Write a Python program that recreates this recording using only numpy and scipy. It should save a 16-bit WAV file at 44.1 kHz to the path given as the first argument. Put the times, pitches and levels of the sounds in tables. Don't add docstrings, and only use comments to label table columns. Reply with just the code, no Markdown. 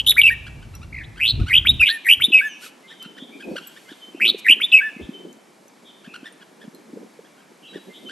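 import sys
import numpy as np
from scipy import signal
from scipy.fft import rfft, irfft, next_fast_len
from scipy.io import wavfile
from scipy.ndimage import map_coordinates

SR = 44100
rng = np.random.default_rng(int(sys.argv[2]) if len(sys.argv) > 2 else 0)


def transcribe(signal):
    frames = np.atleast_2d(signal).T
    limited = np.clip(frames, -1, 1)
    pcm = np.round(limited * 32767).astype(np.int16)
    wavfile.write(sys.argv[1], SR, pcm)


N = 357651
TOP_HZ = 15800

# t/s, f/Hz, level/dB, trill depth/share of f
BUZZ = [(0, 1519, -39.5, .12), (0.011, 2072, -27, 0.19), (.023, 2423, -16.5, .08),
        (.042, 2535, -14.5, 0.078), (0.064, 2770, -15, 0.19), (0.078, 3288, -18.5, 0.23),
        (.094, 3800, -16, .14), (.112, 3861, -13.5, .12), (.122, 3850, -36, .1)]
WARBLE = [(0, 2156, -36, 0.088), (.013, 2052, -25.5, .06), (.026, 1919, -15.5, 0.089),
          (.038, 1958, -19.5, .05), (.044, 2484, -9, 0.092), (.057, 2590, -7.5, .13),
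          (.073, 2900, -8.5, .1), (.092, 3049, -7.5, 0.067), (.106, 2993, -36, 0.034)]
SWEEP = [(0, 1105, -37.5, 0.035), (.012, 2212, -28, .03), (0.02, 2277, -22, 0), (.022, 2810, -10.5, 0.066),
         (0.03, 3412, -26.5, 0.0603), (.044, 3517, -12, .04), (.052, 3570, -14, .01), (0.056, 3733, -18, 0),
         (.064, 3880, -34.5, .02)]
DROP = [(0, 3993, -28.5, 0.0079), (.006, 2634, -20.5, 0.0027), (0.016, 2593, -9, 0.015),
        (.022, 2948, -10, 0.0034), (.028, 2558, -6, 0.017), (.05, 2537, -11, 0.034), (.07, 2600, -11, .06),
        (.078, 2253, -16, 0.02), (.093, 2242, -19, 0)]
TRILL = [(0, 4090, -31, 0), (.006, 2974, -11.5, 0.024), (0.011, 3424, -13, .09), (0.03, 3720, -10.5, .09),
         (0.048, 3847, -9, .05), (.053, 3320, -19, 0), (.062, 1238, -35, 0.034)]
SLUR = [(0, 1090, -36.5, 0), (.009, 2010, -19, .03), (.015, 2000, -18.5, .1), (.021, 2387, -8, .02),
        (.036, 2285, -6, .02), (.047, 2250, -32.5, 0)]
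FLICK = [(0, 4060, -26, 0.0048), (.004, 2790, -2, 0), (.007, 3400, -11, 0), (0.009, 3580, -48.5, 0)]
QUAVER = [(0, 2780, -38.5, .02), (.006, 2720, -9, .015), (.021, 2550, -10.5, 0), (.027, 2600, -8, 0.017),
          (.05, 2671, -8.5, .08), (.06, 2312, -9, 0), (.07, 2270, -7.5, 0.02), (.076, 2250, -31, 0.0028)]
FLOURISH = [(0, 3300, -37, 0), (.006, 2600, -21, .03), (0.021, 2700, -7.5, .03), (0.028, 2440, -11.5, 0),
            (.046, 2423, -8.5, 0.039), (.058, 2500, -22.5, .1), (.078, 2880, -15, .2),
            (.11, 3830, -20, 0.18), (0.128, 3950, -32.5, 0.12)]
LOW_RISE = [(0, 1292, -26, 0.0046), (.008, 1667, -25, 0.025), (.022, 2300, -23, .03), (.03, 2493, -24, 0)]
LOW_FALL = [(0, 2450, -44.5, 0.0029), (.026, 2245, -25, .02), (.046, 2040, -23, .02)]
LOW_END = [(0, 1750, -36, 0), (.008, 1520, -23, .02), (.024, 1725, -24.5, 0.017), (.066, 1765, -24, .01),
           (.096, 1677, -34.5, .01)]


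def bulbul(hiss_db=-38, splash_db=-17, hiss_beam=0.88):
    # t/s, shape, level/dB, pitch ratio, length ratio, trill rate/Hz, treble/dB as the head turns
    phrases = [(-.097, WARBLE, -4.5, 1.02, 1.071, 69, -1.5), (0.063, TRILL, -0.5, 1, 1, 66.7, 17.5),
               (.163, SLUR, 1, 1, 1, 79.4, 2), (.213, FLICK, -1.5, 1, 1, 80, 1.5),
               (0.23, QUAVER, -0.5, 1.022, 0.97, 76.1, -6), (.302, LOW_END, 2.5, 1.07, 0.4, 78.3, -2),
               (1.192, BUZZ, -1, 1.037, 1.044, 97.8, -3), (1.487, WARBLE, -1.5, 1.057, 1.06, 68.64, -3),
               (1.649, SWEEP, 5.5, 1.037, 1.0, 80.03, -3.5), (1.793, FLOURISH, 0.5, 1, 1, 89.5, -4.5),
               (1.81, LOW_RISE, -6, 0.95, 1.12, 80.3, -2.5), (1.84, LOW_FALL, 0, 1.02, 1.03, 80, -0.5),
               (1.884, LOW_END, -1.5, 1.046, 0.96, 80.3, 6), (2.046, WARBLE, -1, 1.002, .99, 69.6, 7.5),
               (2.198, SWEEP, 2, 1.011, 1.036, 82.1, 7.5), (2.317, DROP, -1, 1, 1, 75.1, -5.5),
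               (2.406, LOW_END, -0.5, 0.99, 0.92, 80, 3), (4.198, BUZZ, 1, .99, .93, 96.03, -3.5),
               (4.255, LOW_FALL, -21, .6, 1, 80, -2), (4.445, WARBLE, 1, 1, 0.95, 69.46, -3),
               (4.598, SWEEP, -0.5, 0.99, 0.94, 81.6, 2.5), (4.716, DROP, 1, 1.012, 0.92, 74.9, -6),
               (4.803, LOW_END, -.5, 1, 1.02, 81.55, -8.5)]
    # f/Hz, level/dB
    hiss_spectrum = [(3500, -48), (5500, -16), (9000, -15.5), (10200, -33), (11000, -7), (12000, -1.5),
                     (12800, -32), (15500, -34.5)]
    splash_spectrum = [(900, -30.5), (1600, -7.5), (3500, -9), (5000, -6.5), (9500, -6.5), (10300, -19.5),
                       (11400, -11.5), (12800, -34.5)]
    tone, hiss_level, splash = np.zeros((3, N))
    for s, shape, db, pitch_ratio, length_ratio, trill_hz, treble_db in phrases:
        sound, level, depth = syllable(shape, pitch_ratio, length_ratio, trill_hz, treble_db)
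        hiss_envelope = (amp(db) * level) ** .7
        add(tone, s, amp(db) * sound)
        add(hiss_level, s, amp(hiss_db + hiss_beam * treble_db) * hiss_envelope)
        add(splash, s, amp(splash_db + db) * depth * level)
    return tone + hiss_level * hiss(hiss_spectrum) + splash * hiss(splash_spectrum)


def syllable(shape, pitch_ratio, length_ratio, trill_hz, treble_db, settle_s=.04, edge_s=0.0015):
    knots_s, *columns = np.transpose(shape)
    n = int(knots_s.max() * length_ratio * SR)
    t = np.arange(n) / SR
    contour_hz, level_db, depth = (np.interp(t, knots_s * length_ratio, c) for c in columns)
    fast_start = 1 + .8 * np.exp(-t / settle_s)
    beat = phase_of(trill_hz * fast_start * (1 + .025 * wobble(90, n)))
    leap = .8 * np.sin(beat) + .25 * np.sin(2 * beat)
    jitter = (0.0029 + .16 * depth) * wobble(500, n)
    pitch_hz = pitch_ratio * contour_hz * (1 + depth * leap + jitter)
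    pulse_db = -46 * depth * (np.cos(beat) + 0.37) + .8 * wobble(150, n)
    membrane_flutter = np.sin(phase_of(310 * (1 + .15 * wobble(90, n))))
    burr = 1 + np.clip(4.5 * depth, 0, .3) * membrane_flutter
    gate = np.clip(np.minimum(t, t[-1] - t) / edge_s, 0, 1)
    level = amp(level_db + pulse_db) * gate
    return level * burr * syrinx(pitch_hz, treble_db), level, depth


def syrinx(pitch_hz, beam_db, full_beam_hz=11000, unsteady_db=4):
    overtones = [(3000, -26.5), (4800, -38), (6500, -41), (8200, -34), (10200, -35), (11100, -17.5),
                 (12000, -34.5), (12800, -58), (15500, -57.5)]
    phase = phase_of(pitch_hz)
    tone = np.sin(phase)
    for k in range(2, 7):
        hz = k * pitch_hz
        beamed_db = beam_db * np.minimum(hz / full_beam_hz, 1) ** 2
        db = along(overtones, hz) + beamed_db + unsteady_db * wobble(140, len(hz))
        tone += amp(db) * (hz < TOP_HZ) * np.sin(k * phase)
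    return np.sqrt(2) * tone


def chups(arch_depth=0.28, hoarse_db=-9, shake=0.049):
    calls = [(0.4625, -31, 0.024, 1480), (0.6157, -41, 0.04, 1375), (0.727, -39.5, 0.044, 1217),
             (0.81, -40, 0.042, 1258), (1.154, -36, 0.068, 1457), (1.3913, -34, 0.05, 1326),
             (1.461, -25.5, 0.046, 1411), (2.6065, -33.5, 0.07, 1378), (2.895, -36.5, 0.056, 1706),
             (3.009, -38, 0.068, 1313), (3.166, -36, 0.029, 1636), (3.393, -34.5, 0.042, 1550),
             (3.5547, -24, 0.043, 1429), (3.76, -36, 0.027, 1606), (3.88, -35, 0.052, 1592),
             (6.035, -39.5, 0.046, 1497), (6.1356, -27.5, 0.035, 1405), (6.2353, -35, 0.065, 1685),
             (6.405, -39, 0.032, 1460), (6.596, -39.5, 0.065, 1587), (7.2405, -45, 0.038, 1564),
             (7.3644, -47.5, 0.067, 1450), (7.7303, -33.5, 0.056, 1718), (8.0835, -29, 0.046, 1492)]
    spectrum = [(1000, 0.5), (1600, 3.5), (3200, 2), (4800, -10), (7000, -18.5), (10000, -20), (11500, -23),
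                (13500, -38.5)]
    out = np.zeros(N)
    rasp = amp(hoarse_db) * hiss([(500, -42.5)] + list(spectrum))
    for s, db, length_s, mean_hz in calls:
        u = np.linspace(0, 1, int(length_s * SR))
        span = (int(s * SR) + np.arange(len(u))) % N
        arch = np.sin(np.pi * u)
        hz = mean_hz * (1 + arch_depth * (arch - 2 / np.pi) + shake * wobble(330, len(u)))
        voice = sum(amp(along(spectrum, k * hz)) * np.sin(k * phase_of(hz)) for k in range(1, 9))
        level = amp(db - 11.5 + 4 * wobble(211, len(u))) * arch
        add(out, s, level * (voice + rasp[span]))
    return out


def twitter():
    notes = [(.925, 0.011, 1890, 2600, -34.5, 0.022), (.942, 0.013, 1840, 2610, -31, 0.097),
             (.959, 0.015, 1830, 2540, -32.5, 0.031), (.976, 0.019, 1810, 2530, -31, 0.084),
             (.99, 0.049, 2154, 1793, -36, 0.13), (1.032, 0.026, 3110, 3820, -45, 0.095)]
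    return glides(notes)


def far_birds():
    # t/s, length/s, start f/Hz, end f/Hz, level/dB, trill depth
    phrase = [(0, .055, 2070, 2110, -55.5, 0.0091), (0.04, .07, 3310, 3557, -51, .09),
              (0.164, .05, 3103, 3056, -44, .008)]
    single_notes = [(2.473, 0.088, 3230, 2655, -44.5, 0.02), (2.44, .13, 6900, 5380, -52, 0.015),
                    (3.184, 0.078, 3330, 3510, -45, 0.062), (3.309, 0.075, 2310, 2436, -49, 0.036),
                    (3.42, 0.042, 2547, 2497, -42.5, 0.017), (3.61, 0.056, 3130, 3080, -46.5, 0.072),
                    (4.13, 0.082, 2640, 2670, -53, .063), (5.841, .094, 3580, 3330, -51, 0.078),
                    (6.06, 0.096, 2580, 2550, -51.5, 0.051), (7.62, 0.091, 2910, 3090, -48, 0.086),
                    (7.669, 0.078, 3940, 3850, -51, 0.0075)]
    repeats = [(2.83, 3), (3.849, 0.5), (4.965, 0.5), (7.89, 3.5)]  # t/s, level/dB
    repeated = [(s + after_s, length_s, start_hz, end_hz, db + note_db, depth)
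                for s, db in repeats for after_s, length_s, start_hz, end_hz, note_db, depth in phrase]
    return glides(repeated + single_notes)


def glides(notes, trill_hz=100):
    out, waver = np.zeros(N), wobble(270)
    for s, length_s, start_hz, end_hz, db, depth in notes:
        u = np.linspace(0, 1, int(length_s * SR))
        drift = waver[(int(s * SR) + np.arange(len(u))) % N]
        trill = depth * np.sin(phase_of(trill_hz * (1 + .3 * drift)))
        glide_hz = start_hz + (end_hz - start_hz) * u
        phase = phase_of(glide_hz * (1 + trill + (0.0025 + 0.3 * depth) * drift))
        tone = np.sin(phase) + amp(-25) * np.sin(2 * phase)
        add(out, s, amp(db + 3.5) * np.sin(np.pi * u) * tone)
    return out


def cage_ticks(crack_t60_s=0.017):
    touches = [(0.7523, -34, 5720, 0.082), (3.027, -29.5, 4710, 0.0088), (3.6717, -33.5, 12240, 0.037),
               (3.674, -42.5, 7800, 0.083), (5.3288, -41.5, 6670, 0.018), (5.681, -43, 6170, 0.037),
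               (6.325, -48.5, 9080, 0.052), (6.7481, -35.5, 4140, 0.085)]
    response = [(1500, -26.5), (4500, -4.5), (12000, 15.0), (13500, -40.5)]  # f/Hz, gain/dB
    out, t = np.zeros(N), np.arange(SR // 4) / SR
    for s, db, hz, t60_s in touches:
        crack = 0.19 * rng.standard_normal(len(t)) * amp(-60 * t / crack_t60_s)
        ring = 0.55 * np.sin(2 * np.pi * hz * t) * amp(-60 * t / t60_s)
        add(out, s, amp(db) * (crack + ring))
    return shaped(out, response)


def cage_ring(hop_s=3.5, gain_db=11, t60_s=1.6):
    modes = [(4398, -73), (4554, -73), (5523, -73.5)]  # f/Hz, level/dB
    out, t = np.zeros(N), np.arange(SR) / SR
    ring = sum(amp(db) * np.sin(2 * np.pi * hz * t + .8 * wobble(40, SR)) for hz, db in modes)
    add(out, hop_s, ring * amp(gain_db - 60 * t / t60_s))
    return out


def handling(rise_s=0.0035, rest_db=-59, tap_hz=342, tap_count=170):
    thumps = [(2.282, -24, 226.6), (2.303, -26, 313), (3.059, -31, 186), (3.222, -28.5, 252),
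              (3.484, -30, 355), (3.511, -27.5, 494), (3.554, -29, 543.6), (3.916, -32.5, 293),
              (4.146, -26.5, 314), (4.344, -23, 400), (4.497, -23.5, 277.6), (4.964, -29, 226),
              (4.997, -31.5, 346), (5.09, -21, 230.1), (5.25, -28.5, 334), (6.075, -29, 210.6),
              (6.229, -32.5, 264), (6.678, -27.5, 191.6), (6.933, -27, 262), (6.97, -30.5, 440),
              (7.029, -34.5, 425), (7.19, -34, 444), (7.757, -26, 388)]
    finger_shifts = [(2.3, .08, -43), (3.25, .18, -49), (3.5, 0.095, -35.5), (4.28, .09, -37.5),
                     (4.56, 0.074, -47.5), (5.02, 0.037, -38.5), (5.23, 0.13, -44.5), (6.15, 0.15, -54),
                     (6.72, 0.113, -49), (6.98, .07, -37.5), (7.28, 0.0443, -58.5), (7.77, 0.038, -39),
                     (7.89, 0.029, -44.5), (8.1, 0.12, -42.5)]
    rub_spectrum = [(47, -70), (80, -41.5), (122, -18), (173, 2), (270, 4), (359, 2.5), (642, -12),
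                    (836, -19.5), (1000, -25.5), (1300, -61), (2200, -120)]
    low_cut = [(60, -49), (110, -13.5), (170, -0.5), (600, 2.5), (1100, 4.5)]  # f/Hz, gain/dB
    bumps, t = np.zeros(N), np.arange(SR // 10) / SR
    grip = amp(rest_db) + swells(finger_shifts)
    push = (t / rise_s) ** 2 * np.exp(2 - 2 * t / rise_s)
    for s, db, hz in thumps:
        add(bumps, s, amp(db) * push * np.sin(2 * np.pi * hz * t))
    for at, (size, detune) in zip(rng.integers(0, N, tap_count), rng.standard_normal((tap_count, 2))):
        tap = push * np.sin(2 * np.pi * tap_hz * np.exp(.3 * detune) * t)
        add(bumps, at / SR, grip[at] * amp(-0.5 + 3 * size) * tap)
    rub = amp(-2) * grip * unit(stereo_noise(rub_spectrum) * amp(4 * wobble(45)))
    return shaped(bumps + rub, low_cut)


def wind(rumble_db=-40, rumble_cut_s=1.9, fade_s=0.19, flutter_db=-1.5):
    gusts = [(1.345, .016, -25), (1.412, .032, -16), (1.57, .03, -34), (1.73, .08, -28),
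             (2.21, .033, -40.5), (3.51, .045, -61), (4.5, .012, -59), (5.036, .019, -38)]
    spectrum = [(13, -50.5), (22, -22.5), (44, -6), (66, -1), (134, -7), (207, -18), (240, -17.5),
                (365, -26), (516, -45.5), (700, -38.5), (910, -70.5), (1540, -120)]
    fade = np.clip((rumble_cut_s - np.arange(N) / SR) / fade_s, 0, 1)
    rumble = fade * amp(rumble_db + flutter_db * wobble(34))
    return (rumble + swells(gusts)) * stereo_noise(spectrum)


def rustling():
    rustles = [(2.65, 0.038, -41), (4.392, .012, -42), (3.75, 0.39, -55.5), (7.95, 0.32, -59.5)]  # t/s, half length/s, level/dB
    spectrum = [(1000, -28), (2500, 1), (6000, -7.5), (9500, -6), (10200, -27), (11400, 0.5),
                (13000, -29.5)]
    return swells(rustles) * stereo_noise(spectrum)


def hush(low_cut_hz=150):
    spectrum = [(65, -36.5), (110, -6), (229, -0.5), (279, -3), (441, -5.5), (937, -8.5), (1370, -13),
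                (1480, -13.5), (2110, -15), (2290, -12), (2580, -18.5), (8650, -23.5), (10100, -30.5),
                (11200, -21.5), (12600, -36), (16400, -59.5), (22000, -120)]
    level = amp(-51.5 + 0.48 * wobble(2.2))
    return level * filtered(stereo_noise(spectrum), lambda hz: 1 - 1 / (1 + (hz / low_cut_hz) ** 6))


def nearby(x):
    walls = [(.0027, -20.5), (.0062, -11), (0.0145, -15.5), (.047, -25), (.068, -35)]
    left_lead = [(0, 0), (1210, 0.5), (1810, 0.27), (3010, 0.63), (4050, 0.5), (4650, 0.5), (7150, -2.5),
                 (8010, 1.16), (8870, -0.56), (9390, -1), (10300, -3.5), (11800, -5.5), (12300, -6)]
    bounces = lambda hz: 1 + sum(amp(db) * np.exp(-2j * np.pi * hz * delay_s) for delay_s, db in walls)
    ports = lambda hz: np.exp(.5j * along(left_lead, hz) * np.array([[1], [-1]]))
    return filtered(x, lambda hz: bounces(hz) * ports(hz))


def yard_echo(x, build_s=0.036):
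    decay_times = [(300, 0.95), (2000, 0.75), (3500, 0.68), (6000, .45), (12000, 0.12)]  # f/Hz, t60/s
    hz, t, noise = signal.stft(rng.standard_normal((2, SR)), SR, nperseg=256)
    envelope = amp(-60 * t / along(decay_times, hz)[:, None]) * (1 - np.exp(-t / build_s))
    mid, side = signal.istft(noise * envelope, SR, nperseg=256)[1]
    tail = np.array([mid + .35 * side, mid - .35 * side])
    return signal.fftconvolve(x[None], tail / np.linalg.norm(tail[0]), axes=1)[:, :N]


def stereo_noise(spectrum):
    coherence = [(100, 0.96), (250, .85), (600, 0.32), (1500, 0.63), (4000, 1), (10000, 0.78)]  # f/Hz, left-right correlation
    angle = lambda hz: np.arccos(along(coherence, hz)) / 2
    response = lambda hz: amp(along(spectrum, hz)) * [np.cos(angle(hz)), np.sin(angle(hz))]
    mid, side = filtered(rng.standard_normal((2, N)), response)
    return unit(np.array([mid + side, mid - side]))


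def hiss(spectrum):
    return unit(shaped(rng.standard_normal(N), spectrum))


def swells(rows):
    t = np.arange(N) / SR
    return sum(amp(db) * np.exp(-((t - s) / half_s) ** 2) for s, half_s, db in rows)


def wobble(rate_hz, size=N):
    knots = rng.standard_normal(int(size * rate_hz / SR) + 4)
    return map_coordinates(knots, [np.arange(size) * rate_hz / SR])


def filtered(x, response):
    m = next_fast_len(N + SR // 2)
    return irfft(rfft(x, m) * response(np.fft.rfftfreq(m, 1 / SR)), m)[..., :N]


def shaped(x, points):
    return filtered(x, lambda hz: amp(along(points, hz)))


def along(points, hz):
    f, values = np.transpose(points)
    return np.interp(np.log(hz + 1), np.log(f + 1), values)


def add(track, s, sound):
    start = round(s * SR)
    sound = sound[max(-start, 0):]
    part = track[max(start, 0):][:len(sound)]
    part += sound[:len(part)]


def phase_of(hz):
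    return 2 * np.pi * np.cumsum(hz) / SR


def amp(db):
    return 10 ** (np.asarray(db) / 20)


def unit(x):
    return x / np.sqrt(np.mean(x ** 2) + 1e-20)


def scene():
    song = bulbul()
    small_sounds = chups() + twitter() + cage_ticks() + cage_ring()
    far = far_birds()
    echo = yard_echo(amp(-28) * song + amp(-17) * small_sounds + amp(-7) * far)
    birds = nearby(song + small_sounds) + amp(2) * far + echo
    return birds + hush() + rustling() + handling() + wind()


def record(dry):
    rounded = dry / (1 + np.abs(dry) ** 12) ** (1 / 12)
    return filtered(rounded, lambda hz: hz < TOP_HZ)


dry = scene()
out = record(dry)
transcribe(out)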